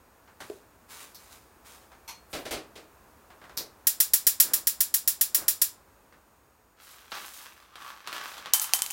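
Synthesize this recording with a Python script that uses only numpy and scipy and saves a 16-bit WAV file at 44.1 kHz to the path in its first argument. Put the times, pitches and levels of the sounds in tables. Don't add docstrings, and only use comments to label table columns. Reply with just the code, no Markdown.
import sys
import numpy as np
from scipy import signal
from scipy.fft import rfft, irfft
from scipy.io import wavfile

SR = 44100
rng = np.random.default_rng(int(sys.argv[2]) if len(sys.argv) > 2 else 0)


def wav_record(signal):
    frames = np.transpose(np.atleast_2d(signal))
    bounded = np.clip(frames, -1, 1)
    quanta = np.round(bounded * 32767).astype(np.int16)
    wavfile.write(sys.argv[1], SR, quanta)


N = 393372
TIME = np.arange(N) / SR
AGE = TIME[:2 ** 14]

# delay in ms, average level in dB.
SPARK_PATHS = [(.6, 9.5), (1.4, 16), (3.2, 15.5), (4.3, 7.5), (5.5, 14.5), (7.6, 9.5)]
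# frequency in Hz, relative level in dB per Hz.
SPARK_COLOUR = [(300, -44), (900, -18), (1400, -13.5), (2200, -11.5), (3000, -9.5), (3700, -5), (5000, -5),
                (6500, -4.5), (8000, -0.5), (9000, -3), (11500, 5.5), (14000, 5), (16000, 4)]
# frequency in Hz, width in Hz, level in dB.
BURNER_GAP = [(1796, 210, -5.5), (5560, 920, -1), (7120, 170, 7), (9300, 370, -11), (10770, 540, -5)]
FIRST_SPARK_S, CATCH_S = 3.869, 4.3997
COLD_PERIOD_S, LIT_PERIOD_S, COLD_SPARKS, LIT_SPARKS = .13276, .13513, 4, 9
COLD_DB, COLD_RISE_DB_PER_S, CATCH_DB, LIT_DB, LIT_RISE_DB_PER_S = -13.4, 4.5, -9.5, -15.5, 1.2
DULL_TICK_DELAY_S, DULL_TICK_PEAK_DB = .0042, -30

# start in seconds, strength in dB, contact cut-off in Hz.
KNOB_TICKS = [(1.146, -43, 15000), (3.5705, -35.5, 15000), (3.575, -26.5, 15000)]
# frequency in Hz, relative level in dB per Hz.
KNOB_COLOUR = [(300, -9.5), (1500, -13), (3200, -11.5), (4000, -1), (5500, 0), (7200, -7.5), (10000, -8),
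               (12500, 1.5), (16000, -2)]
# start in seconds, hold in seconds, level in dB.
FLARES = [(4.404, .12, -47), (5.349, 0.036, -45)]
FLARE_RISE_S, FLARE_FALL_DB_PER_S = .04, 160
# frequency in Hz, relative level in dB per Hz.
FLAME_COLOUR = [(60, -6), (200, -7), (330, 1), (700, -2.5), (1450, -2.5), (2100, -8.5), (4000, -21)]

# start in seconds, strength in dB, contact cut-off in Hz.
BEANS = [(8.5361, 0.5, 15000), (8.5418, -7, 15000), (8.5975, -11.5, 8000), (8.643, -10, 2400),
         (8.7355, -1, 11100), (8.791, -12.5, 3500), (8.8204, -9, 10100), (8.863, -20, 11800),
         (8.9039, -21, 3500), (8.908, -16.5, 12000)]
# frequency in Hz, average level in dB, time to fall 60 dB in seconds.
MUG_MODES = [(790, -6, .06), (1000, -7, .1), (2700, -5, .04), (3085, 5, .11), (5880, -5, .14),
             (6600, -4, .14), (6820, -5, .15), (7750, -3, .14), (8100, -3, .15), (8970, -2, .15),
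             (10400, -2, .18), (11000, -3, .2), (12630, -4, .14), (13880, -2, .12), (14350, -4, .12),
             (14810, -3, .1)]
# frequency in Hz, relative level in dB per Hz.
BEAN_COLOUR = [(100, -18), (500, -23.5), (780, -2), (1500, -12), (2800, 3), (4000, -3), (6000, -0.5),
               (8000, 3.5), (11000, 1), (16000, 3.5)]
# frequency in Hz, relative level in dB per Hz.
BEAN_ROOM_COLOUR = [(200, -26), (550, -22), (900, -2), (1600, -7), (3000, -6), (6000, 1.5), (9000, 4),
                    (13000, 9.5), (16000, 3)]
MUG_RING_DB, MUG_ECHO_DB = -32.5, -17.5
GRAZE_S, GRAZE_DB = 8.6147, -24

# start in seconds, rise in seconds, hold in seconds, level in dB.
SLIDES = [(6.76, 0.024, .28, -57), (7.11, 0.017, 0.029, -41), (7.382, 0.035, .03, -49),
          (7.692, 0.17, 0.037, -46.5), (8.025, 0.1, 0.17, -41), (8.434, 0.037, 0.36, -48.5)]
SLIDE_FALL_DB_PER_S = 66.5
# frequency in Hz, relative level in dB per Hz.
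SLIDE_COLOUR = [(150, -23.5), (400, -15.5), (700, -8.5), (1180, -0.5), (1600, -2), (2200, -5.5),
                (3500, -8.5), (6000, -14.5), (10000, -30), (16000, -32)]
# start in seconds, hold in seconds, level in dB.
BRUSHES = [(6.778, 0.12, -53), (7.086, 0.25, -47), (7.765, .07, -54), (8.082, 0.17, -49.5),
           (8.58, .27, -46)]
BRUSH_RISE_S, BRUSH_FALL_DB_PER_S = 0.065, 78
# frequency in Hz, relative level in dB per Hz.
PAPER_COLOUR = [(1500, -12), (3500, -2), (6000, -1.5), (9000, -2.5), (13000, -0.5), (16000, -2)]
# start in seconds, strength in dB, contact cut-off in Hz.
CREASES = [(6.869, -53, 16000), (7.119, -36, 6000), (7.174, -40, 6000), (7.627, -60, 16000),
           (7.756, -42.5, 9000), (8.074, -33, 9200), (8.129, -38.5, 15000), (8.164, -36.5, 9000),
           (8.38, -40.5, 9000), (8.459, -34.5, 4000)]
# frequency in Hz, relative level in dB per Hz.
CREASE_COLOUR = [(120, -15.5), (400, -9.5), (800, -6), (1300, 0.5), (2200, -9), (3600, -3), (6500, -13.5),
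                 (16000, -12.5)]
RANDOM_CREASES_PER_S, RANDOM_CREASE_HZ = 14, 7000
RANDOM_CREASE_DB, RANDOM_CREASE_SPREAD_DB = -2.5, 4

# start in seconds, strength in dB, contact cut-off in Hz, dB lost per rebound.
GRATE_KNOCKS = [(2.33, -30.5, 7000, 2.5), (2.453, -33.5, 5870, 14), (2.509, -29.5, 12900, 2.5),
                (2.756, -42, 6800, 5.5), (3.602, -39.5, 900, 14)]
# frequency in Hz, relative level in dB per Hz.
GRATE_COLOUR = [(60, -12), (200, -15.5), (340, -4), (500, -5), (700, -6), (1000, -11.5), (2500, -11),
                (4500, -12), (8000, -15.5), (16000, -14.5)]
REBOUND_S, REBOUND_KEEPS_HZ = .017, 0.55
# start in seconds, strength in dB, contact cut-off in Hz.
CLINKS = [(2.078, -41, 14000), (2.087, -38.5, 16000)]
# frequency in Hz, relative level in dB per Hz.
CLINK_COLOUR = [(500, -20), (900, 7.5), (1750, -6), (2200, 2), (4700, -3.5), (6000, 5), (8000, -8),
                (12500, 0), (16000, -11)]
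# frequency in Hz, average level in dB, time to fall 60 dB in seconds.
POT_MODES = [(900, 0, .08), (2240, -1, .08), (3400, -4, .12), (4295, 3, 0.31), (5920, -4, 0.1),
             (6300, -3, 0.11), (7600, -9, .13), (8450, -4.5, 0.21), (12400, -6, .12), (13800, -1, .12)]
POT_RING_DB = -7
# start in seconds, strength in dB, contact cut-off in Hz.
TAPS = [(.276, -51, 2540), (.404, -38.5, 12000), (1.918, -49.5, 4000), (3.303, -48, 2980),
        (3.415, -47.5, 2530), (3.44, -46, 3000), (3.495, -47, 4000), (6.125, -52.5, 3000)]
# frequency in Hz, relative level in dB per Hz.
TAP_COLOUR = [(200, -6), (600, -2), (900, 0), (1500, 1.5), (2500, -6.5), (6000, -11), (16000, -15)]
# start in seconds, strength in dB, contact cut-off in Hz.
BUMPS = [(.412, -52, 900), (.499, -38.5, 1500), (.515, -47.5, 900)]
# frequency in Hz, relative level in dB per Hz.
BUMP_COLOUR = [(100, -36), (280, -10.5), (420, 5), (520, -14), (660, -0.5), (900, -33), (3000, -25)]
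# start in seconds, rise in seconds, hold in seconds, level in dB.
SCRAPE = (2.29, 0.03, 0.08, -51.5)
SCRAPE_FALL_DB_PER_S = 195

# start in seconds, hold in seconds, level in dB.
SWISHES = [(0.388, 0.092, -54), (0.879, 0.11, -46.5), (1.17, 0.1, -55.5), (1.295, .005, -51.5),
           (1.638, .08, -51.5)]
SWISH_RISE_S, SWISH_FALL_DB_PER_S = 0.033, 126
# frequency in Hz, relative level in dB per Hz.
CLOTH_COLOUR = [(500, -7.5), (1000, 0), (1400, -1), (2300, -4.5), (8500, -6), (16000, -8.5)]

# time in seconds, level in dB.
AIR_LEVEL = [(0.0, -59.5), (2.41, -57), (5.62, -58), (6.7, -63)]
# frequency in Hz, relative level in dB per Hz.
AIR_COLOUR = [(15, -30), (25, -18.5), (59, 1), (153, -11), (195, -7.5), (531, -8), (714, -9.5), (1040, -8),
              (1740, -14.5), (2110, -20), (2550, -19.5), (3080, -25.5), (8140, -26), (9840, -26.5),
              (16000, -24.5)]
# frequency in Hz, level in dB before the fade.
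WHINE = [(6751, -82), (8253, -83.5), (13873, -86.5), (14998, -83)]
# frequency in Hz, time to fall 60 dB in seconds.
ROOM_T60 = [(200, 0.48), (1000, .3), (3000, 0.27), (7000, 0.24), (15000, .18)]
CUTOFF_HZ = 15950


def igniter(room_db=-3, scatter_db=-1, scatter_s=.0034, change=0.356):
    def scattered():
        near = np.interp(AGE - scatter_s, AGE, burst(t60=0.088), left=0)
        room = room_tail(rise_s=0.00078, length=0.93)
        return from_db(scatter_db) * near + from_db(room_db) * room

    delay_ms, path_db = np.transpose(SPARK_PATHS)
    arrivals = np.round(delay_ms * SR / 1000).astype(int)
    signs = (-1) ** np.arange(len(path_db))
    out = np.zeros(N)
    usual = scattered()
    for s, db in sparks():
        snap = (usual + change * scattered()) / np.hypot(1, change)
        varied_db = path_db + rng.normal(0, 2.4, len(path_db))
        snap[arrivals] += signs * from_db(varied_db)
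        add(out, s, from_db(db) * snap)
    return resonate(colour(out, SPARK_COLOUR), BURNER_GAP)


def sparks():
    cold_times = COLD_PERIOD_S * np.arange(COLD_SPARKS)
    lit_times = LIT_PERIOD_S * np.arange(1, LIT_SPARKS + 1)
    cold = [(FIRST_SPARK_S + t, COLD_DB + COLD_RISE_DB_PER_S * t) for t in cold_times]
    lit = [(CATCH_S + t, LIT_DB + LIT_RISE_DB_PER_S * t) for t in lit_times]
    return cold + [(CATCH_S, CATCH_DB)] + lit


def dull_ticks():
    out = np.zeros(N)
    pulse = np.hanning(SR // 1000)
    half_s = len(pulse) / 2 / SR
    run = sparks()
    for s, _ in run[:COLD_SPARKS] + run[-1:]:
        add(out, s + DULL_TICK_DELAY_S - half_s, from_db(DULL_TICK_PEAK_DB) * pulse)
    return out


def burner():
    ticks = knocks(KNOB_TICKS, KNOB_COLOUR, crack_db=6.5, crack_t60=0.014,
                   room_db=2, rise_s=0.0032, length=0.89)
    flaring = together(swell(s, FLARE_RISE_S, hold_s, db, FLARE_FALL_DB_PER_S) for s, hold_s, db in FLARES)
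    flame = colour(rng.standard_normal(N), FLAME_COLOUR)
    return ticks + flaring * flame


def mug():
    cracks, rings, echoes = np.zeros((3, N))
    for s, db, contact_hz in BEANS:
        shell = [(rng.uniform(5600, 8500), 1800, -2)]   # Hz, width Hz, dB
        crack = resonate(burst(t60=0.0064), shell)
        echo = room_tail(rise_s=0.00045, length=0.99)
        add(cracks, s, from_db(db) * soften(crack, contact_hz))
        add(rings, s, from_db(db + MUG_RING_DB) * soften(ringing(MUG_MODES), contact_hz))
        add(echoes, s, from_db(db + MUG_ECHO_DB) * soften(echo, contact_hz))
    add(echoes, GRAZE_S, from_db(GRAZE_DB) * room_tail(rise_s=.001))
    return colour(cracks, BEAN_COLOUR) + in_room(rings, wet=0.35) + colour(echoes, BEAN_ROOM_COLOUR)


def bag():
    sliding = together(swell(*slide, SLIDE_FALL_DB_PER_S) for slide in SLIDES)
    brushing = together(swell(s, BRUSH_RISE_S, hold_s, db, BRUSH_FALL_DB_PER_S) for s, hold_s, db in BRUSHES)
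    tumbling = colour(grains(per_s=330, spread_db=4, wet=0.92, clump_db=5), SLIDE_COLOUR)
    facing = np.interp(TIME, [7.5, 7.8, 8.15], [0, 1, .2])
    hollow = resonate(tumbling, [(1150, 150, 6.0)]) - tumbling
    tumbling = rms_one(tumbling + facing * hollow)
    paper = colour(grains(per_s=800, spread_db=3.0, wet=1.0, clump_db=3.5), PAPER_COLOUR)
    creases = knocks(CREASES + random_creases(sliding), CREASE_COLOUR, crack_db=8.0, crack_t60=0.012,
                     room_db=-2.5, rise_s=0.0013, length=0.78)
    return sliding * tumbling + brushing * paper + creases


def random_creases(sliding):
    at = np.flatnonzero((rng.random(N) < RANDOM_CREASES_PER_S / SR) & (sliding > 0))
    spread_db = RANDOM_CREASE_SPREAD_DB * rng.standard_normal(N)[at]
    db = 20 * np.log10(sliding[at]) + RANDOM_CREASE_DB + spread_db
    return [(i / SR, level_db, RANDOM_CREASE_HZ) for i, level_db in zip(at, db)]


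def pot():
    out = knocks(rebounding(GRATE_KNOCKS), GRATE_COLOUR, crack_db=-2, crack_t60=0.0099,
                 room_db=1.5, rise_s=0.0028, length=0.99)
    out += knocks(CLINKS, CLINK_COLOUR, crack_db=-10, crack_t60=0.014,
                  room_db=0.0, rise_s=0.0024, length=0.94)
    out += knocks(TAPS, TAP_COLOUR, crack_db=4.5, crack_t60=0.016,
                  room_db=-0.5, rise_s=0.0024, length=0.99)
    out += knocks(BUMPS, BUMP_COLOUR, crack_db=15.0, crack_t60=0.014,
                  room_db=-2.5, rise_s=0.0067, length=0.75)
    s, db, _ = CLINKS[0]
    add(out, s, from_db(db + POT_RING_DB) * in_room(ringing(POT_MODES), wet=0.83))
    return out


def rebounding(rows, count=3):
    return [(s + k * REBOUND_S, db - k * loss_db, contact_hz * REBOUND_KEEPS_HZ ** k)
            for s, db, contact_hz, loss_db in rows for k in range(count)]


def scrape():
    slips = grains(per_s=3000, spread_db=3, wet=1.9, clump_db=4.5)
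    hiss = colour(slips, [(5000, -12), (9500, -3), (15000, -1)])
    return swell(*SCRAPE, SCRAPE_FALL_DB_PER_S) * hiss


def clothes():
    moving = together(swell(s, SWISH_RISE_S, hold_s, db, SWISH_FALL_DB_PER_S) for s, hold_s, db in SWISHES)
    return moving * colour(grains(per_s=5000, spread_db=6.5, wet=1.2, clump_db=1.5), CLOTH_COLOUR)


def air():
    level = from_db(np.interp(TIME, *np.transpose(AIR_LEVEL)))
    noise = level * colour(rng.standard_normal(N), AIR_COLOUR)
    whine = sum(np.sqrt(2) * from_db(db) * np.sin(2 * np.pi * hz * TIME) for hz, db in WHINE)
    return noise + whine * np.interp(TIME, [6.8, 7.6], [1, 0])


def knocks(rows, spectrum, crack_db, crack_t60, room_db, rise_s, length):
    out = np.zeros(N)
    for s, db, contact_hz in rows:
        crack = from_db(crack_db) * burst(crack_t60)
        room = from_db(room_db) * room_tail(rise_s, length)
        add(out, s, from_db(db) * soften(crack + room, contact_hz))
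    return colour(out, spectrum)


def burst(t60):
    contacts = rng.standard_normal(len(AGE)) * rng.exponential(1, len(AGE))
    return rms_one(contacts) * dying(t60)


def ringing(modes):
    hz, db, t60 = np.transpose(modes)[:, :, None]
    signs = rng.choice([-1, 1], hz.shape)
    strength = from_db(db + 2 * rng.standard_normal(hz.shape)) * signs
    return np.sum(strength * np.sin(2 * np.pi * hz * AGE) * dying(t60), axis=0)


def grains(per_s, spread_db, wet, clump_db):
    knots = np.arange(0, TIME[-1], .012)
    crowding = from_db(clump_db * np.interp(TIME, knots, rng.standard_normal(len(knots))))
    sizes = from_db(spread_db * np.minimum(rng.exponential(1, N), 4)) * rng.choice([-1, 1], N)
    slips = sizes * (rng.random(N) < crowding * per_s / SR)
    return rms_one(in_room(slips, wet))


def soften(x, hz):
    return signal.sosfilt(signal.butter(1, min(hz, SR / 2 - 1000), fs=SR, output="sos"), x)


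def resonate(x, modes):
    return x + sum(from_db(db) * signal.lfilter(*signal.iirpeak(hz, hz / width, fs=SR), x)
                   for hz, width, db in modes)


def colour(x, spectrum, size=4096):
    hz = np.arange(size // 2 + 1) * SR / size
    roll_off = (hz + 1) / np.hypot(hz, spectrum[0][0] / 2)
    gain = from_db(at_hz(spectrum, hz)) * roll_off
    cepstrum = irfft(np.log(gain))[:size // 2]
    cepstrum[0] = 0
    kernel = irfft(np.exp(rfft(2 * cepstrum, size)))
    return signal.oaconvolve(x, kernel / np.linalg.norm(kernel))[:len(x)]


def room_tail(rise_s, length=1):
    white = rfft(rng.standard_normal(len(AGE)))
    hz = np.arange(len(AGE) // 2 + 1) * SR / len(AGE)
    octave = np.round(np.log2(np.clip(hz / SR * 3, 2 ** -6, 1)))
    tail = np.zeros(len(AGE))
    for k in range(-6, 1):
        t60 = length * at_hz(ROOM_T60, 2 ** k * SR / 3)
        tail += irfft(white * (octave == k)) * dying(t60)
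    return tail * (1 - np.exp(-AGE / rise_s))


def in_room(x, wet):
    echo = room_tail(0.0054)
    return x + wet * signal.oaconvolve(x, echo / np.linalg.norm(echo))[:len(x)]


def dying(t60):
    return np.exp(-np.log(1000) * AGE / t60)


def swell(s, rise_s, hold_s, db, fall_db_per_s):
    age = TIME - s
    falling_s = np.maximum(age - rise_s - hold_s, 0)
    return np.clip(age / rise_s, 0, 1) * from_db(db - fall_db_per_s * falling_s)


def together(swells):
    return np.sqrt(sum(gain ** 2 for gain in swells))


def from_db(db):
    return 10 ** (np.asarray(db) / 20)


def rms_one(x):
    return x / np.sqrt(np.mean(x ** 2) + 1e-20)


def at_hz(points, hz):
    f, value = np.transpose(points)
    return np.interp(np.log(np.maximum(hz, 1)), np.log(f), value)


def add(track, s, sound):
    start = round(s * SR)
    track[start:start + len(sound)] += sound[:N - start]


def scene():
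    hob = igniter() + dull_ticks() + burner() + pot() + scrape()
    return (hob + mug() + bag() + clothes() + air())[None]


def record(dry):
    limited = np.clip(dry, -1, 1)
    return signal.sosfilt(signal.ellip(10, .1, 70, CUTOFF_HZ, fs=SR, output="sos"), limited)


dry = scene()
out = record(dry)
wav_record(out)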